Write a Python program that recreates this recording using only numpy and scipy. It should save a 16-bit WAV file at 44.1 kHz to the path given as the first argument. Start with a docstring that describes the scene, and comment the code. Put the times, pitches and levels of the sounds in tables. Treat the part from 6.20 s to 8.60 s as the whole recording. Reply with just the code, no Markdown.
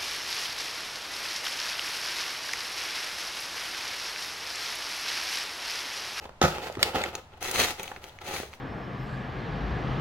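"""A soft brush of hands and a few light taps, then loud hollow knocks: a cardboard cereal box is turned
over close to two microphones in a small quiet room. Impacts and stick-slip friction excite the
carton's panel modes. The plastic liner bag inside buckles as it slides: many tiny creases make a
crinkle, a few large ones make sharp snaps. Arrival-time differences place the box a little to the
right, and a short reverberation follows each sound."""
import sys
import numpy as np
from scipy import signal
from scipy.fft import rfft, irfft
from scipy.io import wavfile

SR = 44100
rng = np.random.default_rng(int(sys.argv[2]) if len(sys.argv) > 2 else 0)


def generate_wav(signal):
    """Clip the signal to [-1, 1] and save it as 16-bit WAV at the path in sys.argv[1]."""
    frames = np.transpose(np.atleast_2d(signal))
    scaled = np.clip(frames, -1, 1) * 32767
    pcm = np.round(scaled).astype(np.int16)
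    wavfile.write(sys.argv[1], SR, pcm)


N = 105840
T = np.arange(N) / SR
PADDED = 2 * N
FREQS = np.arange(N + 1) * SR / PADDED

# Spectral envelopes of the sources. Each row: frequency in Hz, relative level in dB.
BACKGROUND_SPECTRUM = [(20, 2), (45, -10.5), (75, 6), (130, -2.5), (300, -14.5), (850, -8.5), (1500, -16),
                       (3000, -21.5), (8000, -35), (16000, -46)]
RUB_SPECTRUM = [(25, -33), (70, -5), (200, -9), (380, 4.5), (800, -0.5), (1100, -2.5), (1350, -10),
                (3000, -2), (6800, -23), (8000, -40), (16000, -24)]
CRINKLE_SPECTRUM = [(200, -5), (900, -7), (1600, -3.5), (2000, 1.5), (2700, -0.5), (4000, -3.5),
                    (6800, -6.5), (7800, -11), (11000, -13), (16000, -15)]
SNAP_SPECTRUM = [(100, 9), (700, 4.5), (1700, -4), (3000, -4.5), (7000, -8.5), (8000, -10.5),
                 (11000, -12.5), (16000, -6.5)]
KNOCK_SPECTRUM = [(25, -34), (45, -15), (70, -7.5), (170, -3.5), (400, 0), (1000, -2.5), (3000, -2.5),
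                  (6800, 2), (8000, -14.5), (16000, -10.5)]
# Resonances of the carton. Each row: frequency in Hz, bandwidth in Hz, peak gain in dB.
PANEL_MODES = [(71.2, 26.4, 14.5), (169, 56, 12), (219.6, 6, -1.5), (357.6, 47, 7.5), (449, 49, -2.5),
               (528, 82, 6), (732, 41, 8), (824.7, 107, 13), (1292, 102, 17.5), (1370, 14, 1),
               (1376, 15, 14), (1980, 190, -4), (2580, 63, 5), (3460, 120, -2)]
# Strokes of the hands. Each row: start, attack, hold and release decay in seconds,
# then the relative levels of rubbing and of crinkle in dB.
HAND_STROKES = [(0, 0.016, 0.035, 0.013, -45.5, -54), (0.213, 0.0023, 0.021, 0.055, -49, -30),
                (0.282, 0.042, 0.044, 0.055, -36, -47), (0.398, 0.024, 0.048, 0.027, -37, -43.5),
                (0.51, 0.014, .005, 0.034, -45.5, -50.5), (0.584, 0.033, 0.012, 0.011, -32, -41),
                (0.647, 0.012, 0.024, 0.032, -33.5, -40.5), (0.725, 0.037, 0.011, 0.047, -29, -39.5),
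                (.81, 0.019, 0.064, 0.017, -39, -47), (0.92, 0.01, 0.029, 0.027, -40, -49.5),
                (1.118, 0.016, 0.0062, 0.0057, -48, -69), (1.168, 0.0066, 0.0034, 0.0065, -54, -62),
                (1.203, 0.032, 0.073, 0.061, -36.5, -33.5), (1.318, 0.056, 0.063, 0.029, -30, -26),
                (1.464, 0.018, 0.031, 0.0059, -36, -33.5), (1.573, .015, 0.0099, 0.016, -38.5, -42),
                (1.617, 0.0076, 0.01, 0.083, -43.5, -45), (1.745, .015, 0.012, 0.0096, -52.5, -58),
                (1.812, 0.01, 0.041, 0.083, -48.5, -54.5), (2.001, 0.014, 0.008, 0.015, -43.5, -51.5),
                (2.027, 0.054, 0.048, 0.022, -38, -39.5), (2.123, 0.02, 0.0067, 0.042, -38.5, -34),
                (2.174, .01, 0.013, 0.046, -47.5, -40.5), (2.303, 0.032, 0.012, 0.013, -52.5, -52)]
# Snaps of the liner bag. Each row: start in seconds, relative level in dB, centre in Hz,
# bandwidth as a fraction of the centre.
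BAG_SNAPS = [(0.3834, -31, 1360, 0.37), (.525, -47, 5000, 0.63), (0.6284, -21, 3560, 0.92),
             (0.6293, -13, 2970, 1.12), (.553, -40, 2270, 0.47), (.817, -33.5, 3440, 0.31),
             (0.824, -51, 4000, 0.44), (.8378, -26, 1890, .35), (0.9522, -33.5, 3160, .6),
             (0.9525, -34, 6850, 0.3), (0.991, -50, 1940, 1.2), (1.121, -61, 1660, 0.89),
             (1.227, -31, 11000, 0.91), (1.245, -35.5, 7000, 1.1), (1.313, -27.5, 10000, 0.46),
             (1.437, -31.5, 4300, 0.32), (1.507, -39, 3000, 0.65), (1.587, -46, 3500, 1.1),
             (1.631, -31, 11000, 0.69), (1.634, -41.5, 7000, 1.7), (1.641, -41, 2620, .6),
             (1.679, -38, 2350, 1.4), (1.763, -40, 1890, 0.37), (1.841, -39.5, 3630, 2.6),
             (1.895, -49, 3400, 0.18), (1.988, -44.5, 2300, 0.28), (2.016, -45, 1940, 0.42),
             (2.163, -33.5, 2470, .5), (2.331, -47, 1800, 0.92), (2.337, -43, 3030, 1.6)]
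# Dull fingertip taps. Each row: start in seconds, relative level in dB, centre in Hz.
FINGER_TAPS = [(.056, -41, 574), (0.0928, -44.5, 710), (0.4991, -31.5, 497), (0.571, -31, 378),
               (.583, -34, 100), (1.392, -27, 358), (1.716, -33.5, 760), (1.772, -49, 386),
               (2.232, -34.5, 506)]
# Knocks on the carton. Each row: start in seconds, relative level in dB, low-pass corner in Hz,
# chatter decay in seconds.
CARTON_KNOCKS = [(.054, -39, 1100, 0.0024), (.092, -40, 1100, 0.0041), (0.2156, -11.5, 1320, 0.0029),
                 (.226, -15.5, 2600, 0.0091), (.238, -10.5, 930, 0.012), (0.248, -14.5, 1160, 0.0082),
                 (.280, -22.5, 1100, 0.0048), (.383, -33, 1500, 0.0016), (.593, -32, 1510, .004),
                 (.6285, -33, 517, 0.0035), (0.745, -24.5, 505, 0.0082), (0.758, -22.5, 495, 0.0035),
                 (.774, -33, 600, 0.0019), (.859, -33.5, 1400, 0.006), (2.138, -31.5, 870, 0.0034),
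                 (2.201, -32, 1300, 0.0028)]

BACKGROUND_DB, RUB_DB, CRINKLE_DB, SNAP_DB, KNOCK_DB = -52, -1.5, -1.5, -3, -3
ROOM_T60_S, TREBLE_T60_S, ROOM_ONSET_S = 0.32, 0.3, 0.003
NEAR_DECAY_S, NEAR_HIGHPASS_HZ = 0.00099, 1980  # scatter from the box's faces and the body
SHIFT_S = .92  # the box is shifted towards the centre
# Delays at the left microphone; a pair holds the values before and after the shift.
HAND_LAGS_S, SNAP_LAGS_S, KNOCK_LAG_S = (.00011, .00002), (.00014, .00004), .00009


def undb(db):
    """Decibels are logarithmic: 20 dB is a tenfold amplitude."""
    return 10 ** (np.asarray(db) / 20)


def unit_rms(x):
    """Normalisation to a mean power of 1."""
    return x / np.sqrt(np.mean(x ** 2))


def unit_energy(response):
    """Normalisation of each channel's impulse response to an energy of 1."""
    return response / np.sqrt(np.sum(response ** 2, axis=1, keepdims=True))


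def filtered(x, response):
    """Convolution in time is multiplication in frequency."""
    return irfft(rfft(x, PADDED) * response)[..., :N]


def minimum_phase(spectrum):
    """Folding the cepstrum gives a causal response through (Hz, dB) points."""
    hz, db = np.array(spectrum).T
    cepstrum = irfft(np.log(undb(np.interp(np.log(FREQS + 1), np.log(hz), db))))
    cepstrum[1:N] *= 2
    cepstrum[N + 1:] = 0
    return np.exp(rfft(cepstrum))


def resonance(hz, width):
    """A damped oscillator acts as a band-pass with gain 1 at its centre."""
    return 1j * FREQS * width / (hz ** 2 - FREQS ** 2 + 1j * FREQS * width)


def panel_modes():
    """Each normal mode of the carton responds as a separate oscillator."""
    return np.array([undb(db) * resonance(hz, width) for hz, width, db in PANEL_MODES])


def clicks(per_s, spread_db):
    """A Poisson process of impulses, most small and a few large."""
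    hit = rng.random(N) < per_s / SR
    size = undb(spread_db * np.minimum(rng.exponential(size=N), 5))
    return hit * size * rng.choice([-1, 1], N)


def chatter(decay_s):
    """Micro-contacts make a random force with exponential decay."""
    return rng.choice([-1, 1], N) * np.exp(-T / decay_s)


def impact(start_s, db, force, response, rms_window_s=.01):
    """A brief force drives a linear system; db is the level of its energy spread over the window."""
    burst = filtered(force, response)
    burst = burst * undb(db) * np.sqrt(rms_window_s * SR / np.sum(burst ** 2))
    return np.concatenate([np.zeros(int(start_s * SR)), burst])[:N]


def diffuse_field(mic_transit_s=0.00027):
    """Sound from all sides is coherent at two microphones in the bass, incoherent in the treble."""
    coherence = np.clip(np.sinc(2 * FREQS * mic_transit_s), -1, .97)
    mid = filtered(rng.standard_normal(N), np.sqrt((1 + coherence) / 2))
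    side = filtered(rng.standard_normal(N), np.sqrt((1 - coherence) / 2))
    return np.array([mid + side, mid - side])


def background():
    """The room's quiet hum is a steady diffuse field, strongest in the bass."""
    return unit_rms(filtered(diffuse_field(), minimum_phase(BACKGROUND_SPECTRUM))) * undb(BACKGROUND_DB)


def in_room(x, lag_s, wet_db, split_hz=4000):
    """Direct sound, nearby scatter and reverberation superpose; the treble decays slightly sooner."""
    noise = diffuse_field()
    low = filtered(noise, 1 / (1 + (FREQS / split_hz) ** 2))
    tail = low * undb(-60 * T / ROOM_T60_S) + (noise - low) * undb(-60 * T / TREBLE_T60_S)
    tail = unit_energy(tail * np.clip(T / ROOM_ONSET_S - .5, 0, 1))
    near = unit_energy(rng.standard_normal((2, N)) * np.exp(-T / NEAR_DECAY_S))
    scatter = rfft(near, PADDED) * FREQS / (FREQS + NEAR_HIGHPASS_HZ)
    direct = np.exp(-2j * np.pi * FREQS * np.array([[lag_s], [0]]))
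    return filtered(x, direct + scatter + undb(wet_db) * rfft(tail, PADDED))


def placed(x, lags_s, wet_db):
    """Arrival-time difference gives direction: right at first, nearly ahead after the shift."""
    parts = x * (T < SHIFT_S), x * (T >= SHIFT_S)
    return sum(in_room(part, lag, wet_db) for part, lag in zip(parts, lags_s))


def stroke_gain(layer):
    """Incoherent strokes add in power; each swells, holds and dies away."""
    power = 0
    for start, attack, hold, release, rub_db, crinkle_db in HAND_STROKES:
        rise = np.clip((T - start) / attack, 0, 1)
        fall = np.exp(-np.maximum(T - start - attack - hold, 0) / release)
        power += (rise * fall * undb({"rub": rub_db, "crinkle": crinkle_db}[layer])) ** 2
    return np.sqrt(power)


def rubbing():
    """Stick-slip friction of a hand drives the panel modes."""
    carton = (1 + panel_modes().sum(axis=0)) * minimum_phase(RUB_SPECTRUM)
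    slips = clicks(per_s=1200, spread_db=3)
    return unit_rms(filtered(slips, carton)) * stroke_gain("rub") * undb(RUB_DB)


def crinkle(one_side_db=-4.5):
    """Tiny creases of the bag buckle; some radiate towards one microphone only."""
    shared, left, right = (clicks(per_s=2600, spread_db=3.5) for _ in range(3))
    creases = shared + undb(one_side_db) * np.array([left, right])
    film = minimum_phase(CRINKLE_SPECTRUM)
    return unit_rms(filtered(creases, film)) * stroke_gain("crinkle") * undb(CRINKLE_DB)


def hand(lag_offset_s, jerks_per_s=70, jerk_db=3.5):
    """A hand slides in small jerks, which modulate the amplitude of rubbing and crinkle alike."""
    jerks = undb(jerk_db * np.interp(T * jerks_per_s, np.arange(N), rng.standard_normal(N)))
    return placed((rubbing() + crinkle()) * jerks, np.array(HAND_LAGS_S) + lag_offset_s, wet_db=-6)


def snaps(buckle_s=0.00059, flutter_s=0.004, flutter_db=-12.5):
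    """Buckling of a large crease releases elastic energy, and the film flutters briefly."""
    film = minimum_phase(SNAP_SPECTRUM)
    sound = np.zeros(N)
    for start, db, hz, width in BAG_SNAPS:
        force = chatter(buckle_s) + undb(flutter_db) * chatter(flutter_s)
        sound += impact(start, db + SNAP_DB, force, film * resonance(hz, hz * width))
    return sound


def taps(decay_s=0.0024, relative_width=0.35, soft_hz=1500):
    """A soft fingertip damps the panel it strikes, so the resonance is broad and brief."""
    softness = 1 / (1 + 1j * FREQS / soft_hz)
    return sum(impact(start, db, chatter(decay_s), resonance(hz, hz * relative_width) * softness)
               for start, db, hz in FINGER_TAPS)


def knocks(shove_s=0.00028, shove_db=-7, mode_spread_db=1.5):
    """Modal excitation: each shove and its chatter weight the modes anew; softer contact is duller."""
    weights = undb(mode_spread_db * rng.standard_normal((len(CARTON_KNOCKS), len(PANEL_MODES))))
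    modes, board = panel_modes(), minimum_phase(KNOCK_SPECTRUM)
    shove = undb(shove_db) * np.exp(-T / shove_s)
    sound = np.zeros(N)
    for (start, db, corner_hz, decay_s), weight in zip(CARTON_KNOCKS, weights):
        carton = board * (1 + weight @ modes) / (1 + 1j * FREQS / corner_hz)
        sound += impact(start, db + KNOCK_DB, shove + chatter(decay_s), carton)
    return sound


def scene():
    """Superposition of carton, bag, two hands and the room's hum at the two microphones."""
    carton = in_room(knocks() + taps(), KNOCK_LAG_S, wet_db=-9.5)
    bag = placed(snaps(), SNAP_LAGS_S, wet_db=-12.5)
    hands = (hand(lag_offset_s=-.00005) + hand(lag_offset_s=.00005)) / np.sqrt(2)
    balance = undb([[.35], [-.35]])  # slightly louder on the left
    return (carton + bag + hands) * balance + background()


def record(dry):
    """Soft saturation rounds the loudest peaks; an elliptic low-pass cuts the highest treble."""
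    lowpass = signal.ellip(12, .2, 90, 15950, fs=SR, output="sos")
    return signal.sosfilt(lowpass, np.tanh(dry))


dry = scene()
out = record(dry)
generate_wav(out)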